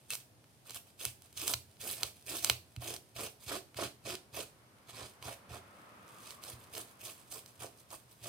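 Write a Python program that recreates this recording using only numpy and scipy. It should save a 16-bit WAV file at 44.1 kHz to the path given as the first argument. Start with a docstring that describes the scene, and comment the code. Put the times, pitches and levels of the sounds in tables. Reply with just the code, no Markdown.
"""Scraping scales off a fish

A kitchen knife scrapes a fish that lies on newspaper over a cutting board.
Each stroke is a dense run of tiny random clicks, the scale flicks, which also shake the fish and the board.
Sharp scale snaps, faint ticks and a few dull blade knocks are short decaying waves; further taps and thumps
set off the ringing of the blade and the board. The small kitchen answers with fading noise echoes.
Far outside a car seems to pass: noise for its tyre roar, with a falling whine."""
import sys
import numpy as np
from scipy import signal
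from scipy.fft import rfft, irfft, next_fast_len
from scipy.io import wavfile

SR = 44100
rng = np.random.default_rng(int(sys.argv[2]) if len(sys.argv) > 2 else 0)


def store_wav(level_fs):
    """Save 16-bit WAV to argv[1]."""
    pcm = np.round(np.clip(np.atleast_2d(level_fs), -1, 1) * 32767)
    wavfile.write(sys.argv[1], SR, pcm.T.astype(np.int16))


N = 365148
TIME = np.arange(N) / SR  # seconds

# All levels in dB are relative; gains further on set the final mix.
# passes of the blade: start_s, length_s, rasp_db, body_db (the fish), bright_db (treble gain), body_hz (middle pitch)
BLADE_PASSES = [ (.108, 0.041, -43, -62, 2, 403), (0.185, 0.03, -60, -79, -11, 400),
                (.66, 0.07, -55, -60, -3, 900), (0.747, 0.027, -51.5, -55, 5.5, 1200),
                (0.996, 0.095, -47, -58.5, 0.5, 400), (1.369, .11, -43, -51.5, 1, 360),
                (1.474, 0.056, -46, -45, 6.5, 480), (1.808, .14, -47.5, -50.5, 4.5, 416),
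                (1.953, .14, -50.5, -55.5, -0.5, 620), (2.271, .12, -43.5, -49.5, 2, 380),
                (2.425, 0.092, -43.5, -49, 2, 474), (2.814, 0.14, -45.5, -48, -0.5, 496),
                (3.165, 0.11, -43.5, -44.5, -2, 423), (3.407, 0.054, -58.5, -70, 2.5, 500),
                (3.477, 0.097, -40.5, -41, -7, 433), (3.77, 0.1, -40, -41, -10, 470),
                (4.054, 0.098, -42, -46, -9.5, 456), (4.338, 0.093, -44, -45, -5.5, 430),
                (4.886, 0.018, -46.5, -55.5, -15, 1100), (4.936, 0.13, -48.5, -49.5, -16, 655),
                (5.225, .11, -48, -47.5, -4, 740), (5.498, 0.08, -52, -48, -8, 594),
                (6.219, 0.13, -55, -71, -2.5, 600), (6.427, 0.11, -51.5, -54.5, 1, 596),
                (6.73, 0.091, -52, -52, 3.5, 540), (7.007, 0.12, -55.5, -57, 7, 493),
                (7.31, 0.087, -53, -57.5, 7.5, 600), (7.601, 0.067, -50, -49.5, -0.5, 584),
                (7.907, 0.047, -52, -54, 3.5, 850), (8.228, 0.079, -47.5, -50.5, -1.5, 460)]
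# sharp snaps of stiff scales, with a few faint ticks and dull knocks of the blade: start_s, level_db, pitch_hz
SNAPS_TICKS_KNOCKS = [ (0.1048, -14, 7200), (0.135, -15.5, 4560), (0.1531, -15, 7000), (.442, -43.5, 1570),
                      (.696, -25.5, 3800), (0.707, -21.5, 7100), (.746, -20, 9500), (1.0522, -6, 9500),
                      (1.221, -31.5, 8600), (1.328, -34, 9000), (1.3755, -24, 3650), (1.479, -6, 7300),
                      (1.5375, -7.5, 3680), (1.5404, -10.5, 4400), (2.0324, -5.5, 4040),
                      (2.446, -1.5, 7100), (2.4987, 1, 3020), (2.7635, -27, 2650), (2.94, -23, 6000),
                      (2.964, -22, 4470), (3.745, -33.5, 1800), (4.153, -20.5, 3680), (4.405, -21.5, 3277),
                      (5.226, -27, 2370), (6.08, -38.5, 6000), (6.3068, -24, 4440), (6.438, -24, 4570),
                      (6.7516, -23, 3460), (6.7795, -18, 9600), (7.325, -22, 9300), (7.461, -30, 5030)]
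# the blade knocks and rings: start_s, level_db
BLADE_KNOCKS = [(.1053, -27), (.153, -49), (1.061, -36), (2.762, -51)]
# ringing tones of the blade: pitch_hz, level_db, t60_s (time to fade by 60 dB)
BLADE_TONES = [(2655, -8, 0.065), (2680, -44, 0.23), (2850, -38, 0.018), (9000, -1, 0.014)]
# the fish slips and bumps onto the board: start_s, level_db
FISH_THUMPS = [(1.062, -41.5), (1.542, -38), (2.04, -42), (2.504, -34), (2.772, -32), (5.02, -43),
               (5.253, -41.5), (5.507, -37.5), (6.53, -43.5)]
# ringing tones of the board on the counter: pitch_hz, level_db, t60_s
BOARD_TONES = [(63, -23.5, 0.17), (87, -11.5, 0.58), (119.6, 1.5, 0.24), (155, -8, .1), (205, -10.5, 0.055),
               (280, -6, 0.065)]
# tone colour of the rasp, also used for the paper: frequency_hz, level_db
RASP_COLOUR = [(500, -28), (1200, -11), (1850, -8), (2450, 0), (3300, -0.5), (4300, -1), (5600, -2.5),
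               (7300, -3), (8600, -1), (9900, 1), (11200, -6.5), (13400, 0), (16000, -10.5)]
# tone colour of the tugs on the flesh: frequency_hz, level_db
FLESH_COLOUR = [(30, -29), (100, -8), (220, -4), (320, 0), (410, 1), (540, -2), (700, 2.5), (920, -1),
                (1400, -3.5), (1900, -9), (2400, -13), (4000, -17.5), (12000, -38)]
# tone colour of the car's tyre roar: frequency_hz, level_db
CAR_COLOUR = [(80, -21), (200, 0), (380, -7), (520, -2), (750, -6), (1000, -2.5), (1300, -3.5), (1700, -8),
              (2500, -11.5), (4500, -24), (9000, -38)]
# tone colour of the room's hush: frequency_hz, level_db
HUSH_COLOUR = [(15, -51), (25, -26), (92, -5), (123, 0), (170, -10.5), (212, -9), (489, -15.5), (624, -14),
               (1260, -22), (4140, -25.5), (4870, -25), (7710, -29.5), (8590, -24.5), (14000, -31),
               (16000, -44)]
# level difference between the two ears of the scene: frequency_hz, left_minus_right_db
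LEFT_RIGHT = [(100, -3), (380, -3.5), (680, -5.5), (1200, -3), (2400, -3.5), (4400, -2.5), (7000, -2.5),
              (8500, -10), (9800, -0.5), (11500, -2.5), (13400, -1.5), (15500, -1)]
# how alike sound from all sides is at left and right: frequency_hz, correlation (no unit)
LIKENESS_BY_PITCH = [(100, 0.71), (300, 0.94), (600, 0.52), (1100, 0), (16000, 0)]
# how long the kitchen rings: frequency_hz, t60_s
KITCHEN_RING = [(150, 0.38), (1000, 0.22), (4000, 0.28), (15000, 0.29)]
# the tyre whine falls as the car goes by: time_s, pitch_hz, level_db (within the car's sound)
WHINE_PATH = [(5.2, 1400, -25), (5.7, 1312, -7.5), (6.15, 1215, -3), (6.6, 1088, -7.5), (7.5, 1034, -10)]
# hands shifting on the newspaper: time_s, level_db
PAPER_LEVEL = [(0, -73), (.55, -78.5), (1.3, -66.5), (2.2, -75.5), (5.5, -77.5), (6, -70), (8.28, -61)]
# times when the blade is not lifted clear between passes: from_s, to_s
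BLADE_STAYS_LOW = [(.9, 1.4), (6.6, 8.28)]

# in each pass the pressure swells to a crest, then eases: crest as a share of the pass, changes in dB
CREST_SHARE, SWELL_DB, EASE_DB = 0.53, 6, 5
# a low blade brushes the skin on its way back before a pass
BRUSH_LEAD_S, BRUSH_S = 0.14, 0.051
BRUSH_RASP_DB, BRUSH_BODY_DB, BRUSH_BRIGHT_DB, BRUSH_HZ = -66.5, -73, 2.5, 700
# the edge catches its first scale with a tick: dB added to the pass's listed rasp level
BITE_DB, BITE_HZ = 5, 3500
# loose scales land with faint ticks; the spread goes up and down from the middle level
STRAYS_PER_S, STRAY_DB, STRAY_SPREAD_DB, STRAY_HZ = 2.5, -50, 7, 4500
# the car: nearest moment, time scale of drawing away, level when nearest, power of distance by which it fades
CAR_NEAREST_S, CAR_PASS_S, CAR_DB, CAR_FALLOFF = 6.04, 0.78, -58, 1.49
# the flesh thickens toward the head, so its pitch falls by this much over a pass
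SAG_OCTAVES = 0.65
# the flesh resounds more over the hollow belly: place and width as shares of the pass, extra dB
BELLY_AT, BELLY_WIDTH, BELLY_DB = 0.59, 0.18, 5.5
# the blade lands softly just before it bites: dB added to the pass's listed body level
LANDING_LEAD_S, LANDING_DB = 0.0119, -1.5
CUTOFF_HZ = 16100


def from_db(db):
    """Turn decibels into a gain."""
    return 10 ** (np.asarray(db) / 20)


def rms_one(x):
    """Scale a sound to an average strength (rms) of one."""
    return x / np.sqrt(np.mean(x ** 2) + 1e-20)


def at_hz(points, hz):
    """Read a table between its rows, with frequency spaced by ratio as we hear it."""
    knots, values = np.transpose(points)
    return np.interp(np.log(hz + 1), np.log(knots), values)


def colour(x, spectrum, share=1, size=4096):
    """Filter a sound to follow a share of a dB table, answering as promptly as possible (minimum phase)."""
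    gains = from_db(share * at_hz(spectrum, np.fft.rfftfreq(size, 1 / SR)))
    # folding the cepstrum makes the filter respond only after its input
    cepstrum = irfft(np.log(gains))
    cepstrum[1:size // 2] *= 2
    cepstrum[size // 2 + 1:] = 0
    response = irfft(np.exp(rfft(cepstrum)))
    return signal.oaconvolve(np.atleast_2d(x), response[None], axes=1)[:, :N]


def butter_filter(x, order, hz, kind="low"):
    """Remove the frequencies outside the wanted range with a smooth filter."""
    return signal.sosfilt(signal.butter(order, hz, kind, fs=SR, output="sos"), x)


def resonance(x, hz, q):
    """Pick out the part of a sound near one pitch, as a resonating body does."""
    return signal.lfilter(*signal.iirpeak(hz, q, fs=SR), x)


def delayed(x, lag_s):
    """Read a sound later by a fixed or moving lag."""
    return np.interp(TIME - lag_s, TIME, x)


def wander(rate):
    """Drift smoothly between random values, rate of them per second, with a spread of one."""
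    knots = rng.standard_normal(N // 10)
    return rms_one(np.interp(TIME * rate, np.arange(len(knots)), knots))


def diffuse(size):
    """Noise from all sides: its likeness at left and right depends on frequency."""
    alike = np.clip(at_hz(LIKENESS_BY_PITCH, np.fft.rfftfreq(size, 1 / SR)), -1, 1)
    mid, side = rfft(rng.standard_normal((2, size)))
    return irfft(np.sqrt(1 + alike) * mid + np.sqrt(1 - alike) * side * [[1], [-1]], size)


def flicks(per_s, spread_db, clump_db, clump_rate):
    """Random clicks, many small and a few large, bunched by a wandering level."""
    sizes = from_db(spread_db * np.minimum(rng.exponential(1, N), 4))
    signs = rng.choice([-1, 1], N)
    happens = rng.random(N) < per_s / SR
    return rms_one(sizes * signs * happens * from_db(clump_db * wander(clump_rate)))


def blows(rows):
    """Place one sharp impulse for each row: start_s, level_db."""
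    out = np.zeros(N)
    for start_s, level_db in rows:
        out[round(start_s * SR)] += from_db(level_db)
    return out


def ring(force, tones):
    """A force sets off each tone of a solid body as a dying sine wave."""
    out = 0
    for hz, db, t60_s in tones:
        decay = np.exp(-np.log(1000) / (t60_s * SR))
        turn = 2 * np.pi * hz / SR
        recursion = [1, -2 * decay * np.cos(turn), decay * decay]
        # the tiny offset avoids very slow arithmetic near zero
        out = out + from_db(db) * signal.lfilter([0, np.sin(turn)], recursion, force + 1e-18)
    return out


def room_hush():
    """The quiet of the room is steady noise from all sides."""
    return from_db(-64.3) * rms_one(colour(diffuse(next_fast_len(N)), HUSH_COLOUR))


def car_gain():
    """A car driving by in a straight line fades with its distance."""
    distance = np.hypot(1, (TIME - CAR_NEAREST_S) / CAR_PASS_S)
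    return from_db(CAR_DB) / distance ** CAR_FALLOFF


def distant_car():
    """Tyre roar is coloured noise; the whine is a narrow band of noise around a falling pitch."""
    knots, whine_hz, whine_db = np.transpose(WHINE_PATH)
    narrow = butter_filter(rng.standard_normal((2, N)), 2, 70)
    phase = 2 * np.pi * np.cumsum(np.interp(TIME, knots, whine_hz)) / SR
    whine = from_db(np.interp(TIME, knots, whine_db)) * rms_one(narrow * np.cos(phase))
    roar = from_db(-0.5) * rms_one(colour(diffuse(next_fast_len(N)), CAR_COLOUR))
    return car_gain() * (roar + whine)


def background():
    """The hush and the car together, with the deepest bass removed."""
    return butter_filter(distant_car() + room_hush(), 2, 45, "high")


def paper():
    """The damp newspaper rustles under the hands: bunched clicks with a changing level."""
    creases = flicks(per_s=730, spread_db=3.5, clump_db=6.5, clump_rate=11)
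    creases = rms_one(colour(creases, RASP_COLOUR))
    return from_db(np.interp(TIME, *np.transpose(PAPER_LEVEL)) + 0.5) * creases


def landings():
    """The harder the pass, the harder the blade lands: start_s, level_db."""
    return [(start - LANDING_LEAD_S, body_db + LANDING_DB) for start, _, _, body_db, *_ in BLADE_PASSES]


def board(drag):
    """Soft thumps and the blade's drag make the board boom; it gives off little deep bass."""
    soft = butter_filter(blows(FISH_THUMPS + landings()), 2, 130)
    thumps = from_db(-3.0) * ring(soft, BOARD_TONES)
    rubbing = from_db(-9.5) * drag * rms_one(ring(rng.standard_normal(N), BOARD_TONES))
    return butter_filter(thumps + rubbing, 6, 56, "high")


def small_ticks():
    """A tick at the start of each pass, and loose scales landing at random: start_s, level_db, pitch_hz."""
    bites = [(start, rasp_db + BITE_DB, BITE_HZ) for start, _, rasp_db, *_ in BLADE_PASSES]
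    chance = rng.uniform(-1, 1, (200, 3))
    times = np.cumsum(1 + chance[:, 0]) / STRAYS_PER_S
    strays = []
    for start, (_, size, pitch) in zip(times, chance):
        if start < TIME[-1]:
            strays.append((start, STRAY_DB + STRAY_SPREAD_DB * size, STRAY_HZ * 2 ** pitch))
    return bites + strays


def snaps_and_ticks(sharpness, crack, size=512):
    """Each snap, tick or dull knock is a crack and a very short ring; high ones give little bass."""
    out, t = np.zeros(N + size), np.arange(size) / SR
    for start, db, hz in SNAPS_TICKS_KNOCKS + small_ticks():
        pulse = np.cos(2 * np.pi * hz * t) * np.exp(-np.pi * hz * t / sharpness)
        pulse[0] += crack
        pulse = signal.lfilter(*signal.butter(1, hz * 0.13, "high", fs=SR), pulse)
        at = round(start * SR)
        out[at:at + size] += from_db(db) * pulse / (1 + crack)
    out = out[:N]
    # the flat of the blade and the board throw each one back almost at once
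    return out + 0.099 * delayed(out, 0.00023) - 0.37 * delayed(out, 0.00058)


def blade_knocks():
    """Each knock sets the metal blade ringing."""
    return ring(blows(BLADE_KNOCKS), BLADE_TONES)


def passes():
    """List the scraping passes and the light brushes on the way back."""
    brushes = []
    for start, *_ in BLADE_PASSES:
        if any(low_from < start < low_to for low_from, low_to in BLADE_STAYS_LOW):
            brushes.append((start - BRUSH_LEAD_S, BRUSH_S, BRUSH_RASP_DB, BRUSH_BODY_DB,
                            BRUSH_BRIGHT_DB, BRUSH_HZ))
    return BLADE_PASSES + brushes


def stroke_gains(bite_s, lift_s):
    """Pressure of each stroke: the blade touches, presses hardest at the crest and lifts."""
    strokes = []
    for start, length, *sound in passes():
        span = slice(max(0, int((start - .04) * SR)), int((start + length + .08) * SR))
        t = TIME[span] - start
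        share = t / length
        before_crest = np.clip(1 - share / CREST_SHARE, 0, 1)
        after_crest = np.clip((share - CREST_SHARE) / (1 - CREST_SHARE), 0, 1)
        contact = np.exp(np.minimum(t, 0) / bite_s - np.maximum(t - length, 0) / lift_s)
        press = contact * from_db(-EASE_DB * after_crest ** 2.4 - SWELL_DB * before_crest ** 1.85)
        strokes.append((span, press, np.clip(share, 0, 1), *sound))
    return strokes


def blade_edge(width_s, bounce_s, bounce, shift_db, count=4):
    """Places along the edge take turns to catch, each with its own direction and moving echo off the blade."""
    out = np.zeros((2, N))
    for place in np.linspace(-1, 1, count):
        bending = flicks(per_s=1100, spread_db=2.5, clump_db=3.0, clump_rate=200)
        tearing = flicks(per_s=50, spread_db=1.4, clump_db=0.5, clump_rate=24)
        grains = (bending + 0.79 * tearing) * from_db(shift_db * wander(35))
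        grains = grains - bounce * delayed(grains, bounce_s * from_db(3 * wander(14)))
        # left and right hear each place at slightly different times
        out += [delayed(grains, 1 / SR + place * width_s), grains]
    return rms_one(out * from_db(0.75 * wander(170)))


def shifting(x, low_hz, high_hz, depth_db, rate, count=6):
    """Broad resonances swell and fade, each on its own, as the contact slides along the fish."""
    out = x
    for hz in np.geomspace(low_hz, high_hz, count):
        out = out + resonance(x, hz, 2.8) * (from_db(depth_db * wander(rate)) - 1)
    return rms_one(out)


def flesh(tugs, along, body_hz, q):
    """A broad resonance that sinks in pitch along the stroke and swells over the belly."""
    early = resonance(tugs, body_hz * 2 ** (SAG_OCTAVES / 2), q)
    late = resonance(tugs, body_hz * 2 ** (-SAG_OCTAVES / 2), q)
    belly = from_db(BELLY_DB * np.exp(-((along - BELLY_AT) / BELLY_WIDTH) ** 2))
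    return belly * (np.sqrt(1 - along) * early + np.sqrt(along) * late)


def scraping(strokes):
    """Scale flicks make a bright rasp; tugs make the flesh resound, and the blade drags on the board."""
    grains = blade_edge(width_s=.00003, bounce_s=0.0004105, bounce=0.42, shift_db=1.1)
    grains = rms_one(colour(grains, RASP_COLOUR))
    dull = butter_filter(grains, 1, 5500)
    tugs = flicks(per_s=2200, spread_db=2.5, clump_db=3.0, clump_rate=150)
    tugs = rms_one(colour(tugs, FLESH_COLOUR))[0]
    grains = shifting(grains, low_hz=1860, high_hz=13500, depth_db=2.0, rate=70)
    tugs = shifting(tugs, low_hz=227, high_hz=1450, depth_db=2.5, rate=32)
    rasp, body, drag = np.zeros((2, N)), np.zeros(N), np.zeros(N)
    for span, press, along, rasp_db, body_db, bright_db, body_hz in strokes:
        treble = grains[:, span] - dull[:, span]
        rasp[:, span] += press * from_db(rasp_db + 2.0) * (dull[:, span] + from_db(bright_db) * treble)
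        # the flesh answers more steeply to pressure, at a pitch set by the spot under the blade
        hollow = flesh(tugs[span], along, body_hz, q=2.42)
        body[span] += press ** 1.67 * from_db(body_db) * (0.75 * tugs[span] + 0.83 * hollow)
        drag[span] += press * from_db((rasp_db + body_db) / 2)
    return rasp, body, drag


def kitchen(x, wet_db, near_db, near_s, size=24000):
    """Dense echoes from the counter and things close by, then the room's tail, dying band by band."""
    t, noise = np.arange(size) / SR, diffuse(size)
    edges = np.geomspace(40, 18000, 9)
    tail = 0
    for low, high in zip(edges, edges[1:]):
        band = butter_filter(diffuse(size), 2, [low, high], "band")
        tail = tail + band * np.exp(-np.log(1000) * t / at_hz(KITCHEN_RING, np.sqrt(low * high)))
    # small things nearby throw back only the short waves
    near = butter_filter(noise * np.exp(-t / near_s) * (t > .0004), 2, 1400, "high")
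    response = from_db(wet_db) * rms_one(tail * (t > .004)) + from_db(near_db) * rms_one(near)
    return signal.oaconvolve(np.atleast_2d(x), response / np.sqrt(size), axes=1)[:, :N]


def scene():
    """The work lies a little to the right: its sound reaches the left later and weaker."""
    rasp, body, drag = scraping(stroke_gains(bite_s=0.0078, lift_s=0.015))
    handling = paper()[0] + blade_knocks()
    cracks = from_db(-0.03) * snaps_and_ticks(sharpness=1.47, crack=0.44)
    centre = handling + cracks + board(drag)
    echoes = kitchen(handling + body + rasp[1], wet_db=-7.0, near_db=-3.5, near_s=0.0027)
    echoes = echoes + kitchen(cracks, wet_db=-11.0, near_db=-1.5, near_s=0.0017)
    # the fish's flank lies further to the side than the blade
    direct = np.array([delayed(centre, 1 / SR) + delayed(body, 0.00017), centre + body])
    left, right = direct + rasp + echoes
    # half of the level difference goes to each side
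    work = np.vstack([colour(left, LEFT_RIGHT, share=1 / 2), colour(right, LEFT_RIGHT, share=-1 / 2)])
    return from_db(-1.48) * work + background()


def record(dry):
    """Cut the highest treble steeply."""
    return signal.sosfilt(signal.ellip(10, .1, 80, CUTOFF_HZ, fs=SR, output="sos"), dry)


dry = scene()
out = record(dry)
store_wav(out)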